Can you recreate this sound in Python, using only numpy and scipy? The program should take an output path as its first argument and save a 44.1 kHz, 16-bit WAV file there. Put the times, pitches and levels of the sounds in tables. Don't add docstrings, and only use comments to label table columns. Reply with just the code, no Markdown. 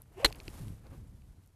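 import sys
import numpy as np
from scipy import signal
from scipy.fft import rfft, irfft, next_fast_len
from scipy.io import wavfile
from scipy.ndimage import uniform_filter1d, map_coordinates

SR = 44100
rng = np.random.default_rng(int(sys.argv[2]) if len(sys.argv) > 2 else 0)


def volts(x):
    e = np.asarray(x, float) / 20
    return 10 ** e


def int16_out(signal):
    q = np.round(np.clip(np.atleast_2d(signal).T, -1, 1) * 32767)
    wavfile.write(sys.argv[1], SR, q.astype(np.int16))


N = 68355
BURST_S = .2

# frequency in Hz, level in dB per Hz.
RUSTLE_COLOUR = [(300, -30.5), (800, -6), (2200, -7.5), (6000, -10.5), (11400, -7.5), (13600, -12),
                 (14400, -19.5), (15200, -45)]


def unit(x):
    return x / np.sqrt(np.mean(x ** 2) + 1e-20)


def curves(rows):
    s, *cols = np.transpose(rows)
    return [np.interp(np.arange(N) / SR, s, c) for c in cols]


def wobble(rate):
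    knots = rng.standard_normal(int(N * rate / SR) + 4)
    return map_coordinates(knots, [np.arange(N) * rate / SR])


def colour(x, points):
    m = next_fast_len(N + 8192)
    f, db = np.transpose(points)
    log_hz = np.log(np.fft.rfftfreq(m, 1 / SR) + 1)
    gain = volts(np.interp(log_hz, np.log(f + 1), db))
    return unit(irfft(rfft(x, m) * gain, m)[:N])


def hiss(points):
    return colour(rng.standard_normal(N), points)


def after(t60, rise):
    t = np.arange(int(BURST_S * SR)) / SR
    return t, volts(-60 * t / t60) * (1 - np.exp(-t / rise))


def ring(hz, t60, rise):
    t, env = after(t60, rise)
    return env * np.sin(2 * np.pi * hz * t)


def add(out, s, burst):
    part = out[round(s * SR):][:len(burst)]
    part += burst[:len(part)]


def strike():
    # start in seconds, ring in dB, crack in dB.
    contacts = [
        (.2459, -20.5, -14),
        (.2474, -18.5, -13.5),
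        (.2493, -7.5, -20.5),
        (.2543, -18.5, -21),
        (.2585, -18, -21),
        (.2612, -27.5, -26.5),
        (.266, -50, -38),
    ]
    # frequency in Hz, level in dB, 60 dB decay in seconds.
    head_modes = [(330, -13.5, .025), (660, -13, .018), (870, -15, .016), (1293, -15, .016),
                  (2070, -10.5, .012), (2870, -8, .012), (3400, -9, .012), (4000, -6, .018),
                  (4207, 0, .016), (6150, -16, .012), (8100, -18.5, .006), (11600, -17, .008)]
    # frequency in Hz, level in dB per Hz.
    crack_colour = [(100, -25), (280, -2), (2000, -4), (4300, -4.5), (5200, -20), (6200, -13.5),
                    (12200, -14.5), (15500, -32.5)]
    out, noise, size = np.zeros(N), hiss(crack_colour), int(BURST_S * SR)
    crack_env = after(.016, .0003)[1]
    for k, (s, ring_db, crack_db) in enumerate(contacts):
        scatter_db = rng.normal(0, 2.5, len(head_modes))
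        modes = sum(volts(db + e) * ring(hz, t60, .0006)
                    for (hz, db, t60), e in zip(head_modes, scatter_db))
        add(out, s, volts(ring_db) * modes)
        add(out, s, volts(crack_db) * crack_env * noise[k * size // 2:][:size])
    return out


def turf():
    out = np.zeros(N)
    spray = volts(-46.5 + 3 * wobble(300)) * hiss(RUSTLE_COLOUR)
    envelope = after(.12, .004)[1]
    add(out, .262, envelope * spray[:len(envelope)])
    return out


def jolt():
    out = np.zeros(N)
    add(out, .248, volts(-22) * ring(44, .1, .002))
    return out


def whistle():
    # time in seconds, shedding pitch in Hz, level in dB.
    swing = [
        (.165, 395, -59.5),
        (0.185, 408.4, -43.5),
        (.194, 425, -57),
        (.203, 495, -38),
        (.219, 500, -55.5),
        (.238, 545, -34),
        (.247, 505, -44.5),
        (.285, 424, -47),
        (.3, 430, -66),
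    ]
    silent_start, silent_end = (0.1, swing[0][1], -110), (.33, swing[-1][1], -110)
    hz, db = curves([silent_start] + swing + [silent_end])
    phase = 2 * np.pi * np.cumsum(hz * (1 + .04 * wobble(90))) / SR
    overtone = volts(-20.5 + 4 * wobble(80)) * np.sin(2 * phase)
    tone = np.sin(phase) + overtone
    return np.sqrt(2) * volts(db + 2 * wobble(70)) * tone


def wake():
    # time in seconds, level in dB.
    wake_level = [(.13, -76.5), (.2, -49.5), (.24, -52.5), (.29, -52.5), (.31, -76)]
    # frequency in Hz, level in dB per Hz.
    wake_colour = [(410, -28.5), (700, 3), (1390, -17.5), (2840, -12), (3630, -25.5), (12300, -31),
                   (14200, -36.5), (15500, -59.5)]
    db, = curves([(0.0091, -120)] + wake_level + [(.4, -120)])
    return volts(db + 2 * wobble(120)) * hiss(wake_colour)


def ticks():
    # start in seconds, peak in dB, pitch in Hz, crack in dB relative to the modes.
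    hard_taps = [(.0195, -36.5, 10700, -16), (0.0192, -57.5, 3800, -4), (.129, -63.5, 11500, 7),
                 (.137, -62, 11600, 4), (.143, -66, 11400, 3), (.3005, -47.5, 4500, 2.5),
                 (.318, -53, 3300, 5), (0.324, -46.5, 2600, 1), (.3262, -29.5, 2590, -5.5),
                 (.3262, -45, 10100, 5), (.348, -40.5, 2580, -7), (.357, -49, 11400, 7),
                 (.362, -47, 2780, -10), (.3865, -53, 5000, 0), (.3922, -48, 4430, -2),
                 (.4015, -31.5, 2420, -4.5), (0.433, -56, 9000, 9), (.4665, -53, 7600, -10),
                 (0.4803, -28.5, 2620, -6.5), (.4804, -45.5, 10500, 0), (.646, -62, 6000, 6),
                 (.682, -60, 1500, 5), (.682, -56, 4500, 11), (.868, -63, 3000, 10), (1.22, -60, 2500, 0.5),
                 (1.437, -63.5, 4500, 3), (1.461, -60, 11040, 3), (1.475, -62, 10000, 9)]
    t60, rise = .0042, .0002
    crack_env = after(.0051, .00034)[1]
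    out = np.zeros(N)
    for s, db, hz, crack_db in hard_taps:
        upper = volts(-2) * ring(min(1.79 * hz, 12000), t60, rise)
        modes = ring(hz, t60, rise) - upper
        band = signal.butter(2, [.6 * hz, min(1.93 * hz, 13500)], "band", fs=SR)
        noise = unit(signal.lfilter(*band, rng.standard_normal(len(modes))))
        add(out, s, volts(db) * (modes + volts(crack_db) * crack_env * noise))
    return out


def thumps():
    # start in seconds, level in dB, pitch in Hz.
    soft_knocks = [(.013, -52.5, 910), (.058, -54, 1400), (0.3079, -33.5, 780), (.378, -41.5, 350),
                   (.414, -43, 595), (0.481, -31.5, 330), (.866, -46, 500)]
    out = np.zeros(N)
    for s, db, hz in soft_knocks:
        add(out, s, volts(db) * ring(hz, 6.3 / hz, 0.2 / hz))
    return out


def jacket():
    # time in seconds, rubbing level in dB.
    rub_level = [(0, -75.5), (.1, -77.5), (.3, -67.5), (.45, -65), (.555, -58), (.61, -64), (.7, -67),
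                 (.8, -73.5), (.93, -71.5), (1.02, -75), (1.55, -80)]
    db, = curves(rub_level)
    caught = rng.random(N) < 900 / SR
    catches = caught * rng.standard_normal(N) * volts(2.2 * rng.exponential(1, N))
    rub = colour(rng.standard_normal(N) + volts(-8) * unit(catches), RUSTLE_COLOUR)
    return volts(db + 1.5 * wobble(25) + 1.5 * wobble(90)) * rub


def sleeves():
    # time in seconds, drag level in dB.
    drag_level = [(0, -65), (.04, -83), (.12, -68.5), (.3, -57), (.44, -62.5), (.56, -58.5), (.7, -65),
                  (.8, -70.5), (.85, -62), (.89, -66), (.94, -58.5), (.98, -66), (1.15, -77), (1.55, -80)]
    # frequency in Hz, level in dB per Hz.
    drag_colour = [(120, -29.5), (250, 0), (500, -2.5), (1000, -8), (2500, -19.5), (5000, -34.5)]
    db, = curves(drag_level)
    return volts(db + 1.6 * wobble(60)) * hiss(drag_colour)


def wind():
    # time in seconds, buffeting level in dB.
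    gusts = [(0, -55.5), (.09, -59.5), (.21, -51.5), (.3, -49.5), (.448, -53.5), (.482, -46), (.526, -54.5),
             (.58, -51.5), (.61, -43), (.72, -45.5), (.79, -53.5), (.85, -51), (1.01, -48), (1.12, -50.5),
             (1.18, -53.5), (1.29, -52.5), (1.45, -60), (1.55, -63)]
    # frequency in Hz, level in dB per Hz.
    buffet_colour = [(10, -30), (25, -2.5), (45, 0.5), (90, -2), (150, -14.5), (300, -30), (900, -61)]
    flap_colour = [(40, -30), (80, -3.5), (125, 0.5), (200, -9), (350, -19), (600, -37), (1200, -59.5)]
    db, = curves(gusts)
    lumps = volts(wobble(30)) * rng.standard_normal(N)
    low = volts(db - 1.5) * colour(lumps, buffet_colour)
    flaps = volts(2 * wobble(40)) * rng.standard_normal(N)
    low += volts(-58 + 1.506 * (db - db.mean())) * colour(flaps, flap_colour)
    low += 0.083 * (low ** 2 - uniform_filter1d(low ** 2, size=1500)) / volts(db)
    return low


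def course():
    # frequency in Hz, level in dB per Hz.
    hush_colour = [(120, -32.5), (200, -0.5), (488, -6), (618, -11.5), (702, -8), (1840, -19.5),
                   (11200, -24), (13600, -27.5), (15500, -50)]
    return volts(-75.5 + 1.2 * wobble(8)) * hiss(hush_colour)


def scene():
    blow = strike() + turf() + jolt()
    swing_air = whistle() + wake()
    clothing = ticks() + thumps() + jacket() + sleeves()
    return (blow + swing_air + clothing + wind() + course())[None]


def band_limit(x):
    return signal.sosfilt(signal.butter(12, 16120, fs=SR, output="sos"), x)


def record(dry):
    hz = np.fft.rfftfreq(N, 1 / SR)
    mix = irfft(rfft(dry) / (1 + (hz / 15000) ** 45), N)
    return band_limit(mix)


dry = scene()
out = record(dry)
int16_out(out)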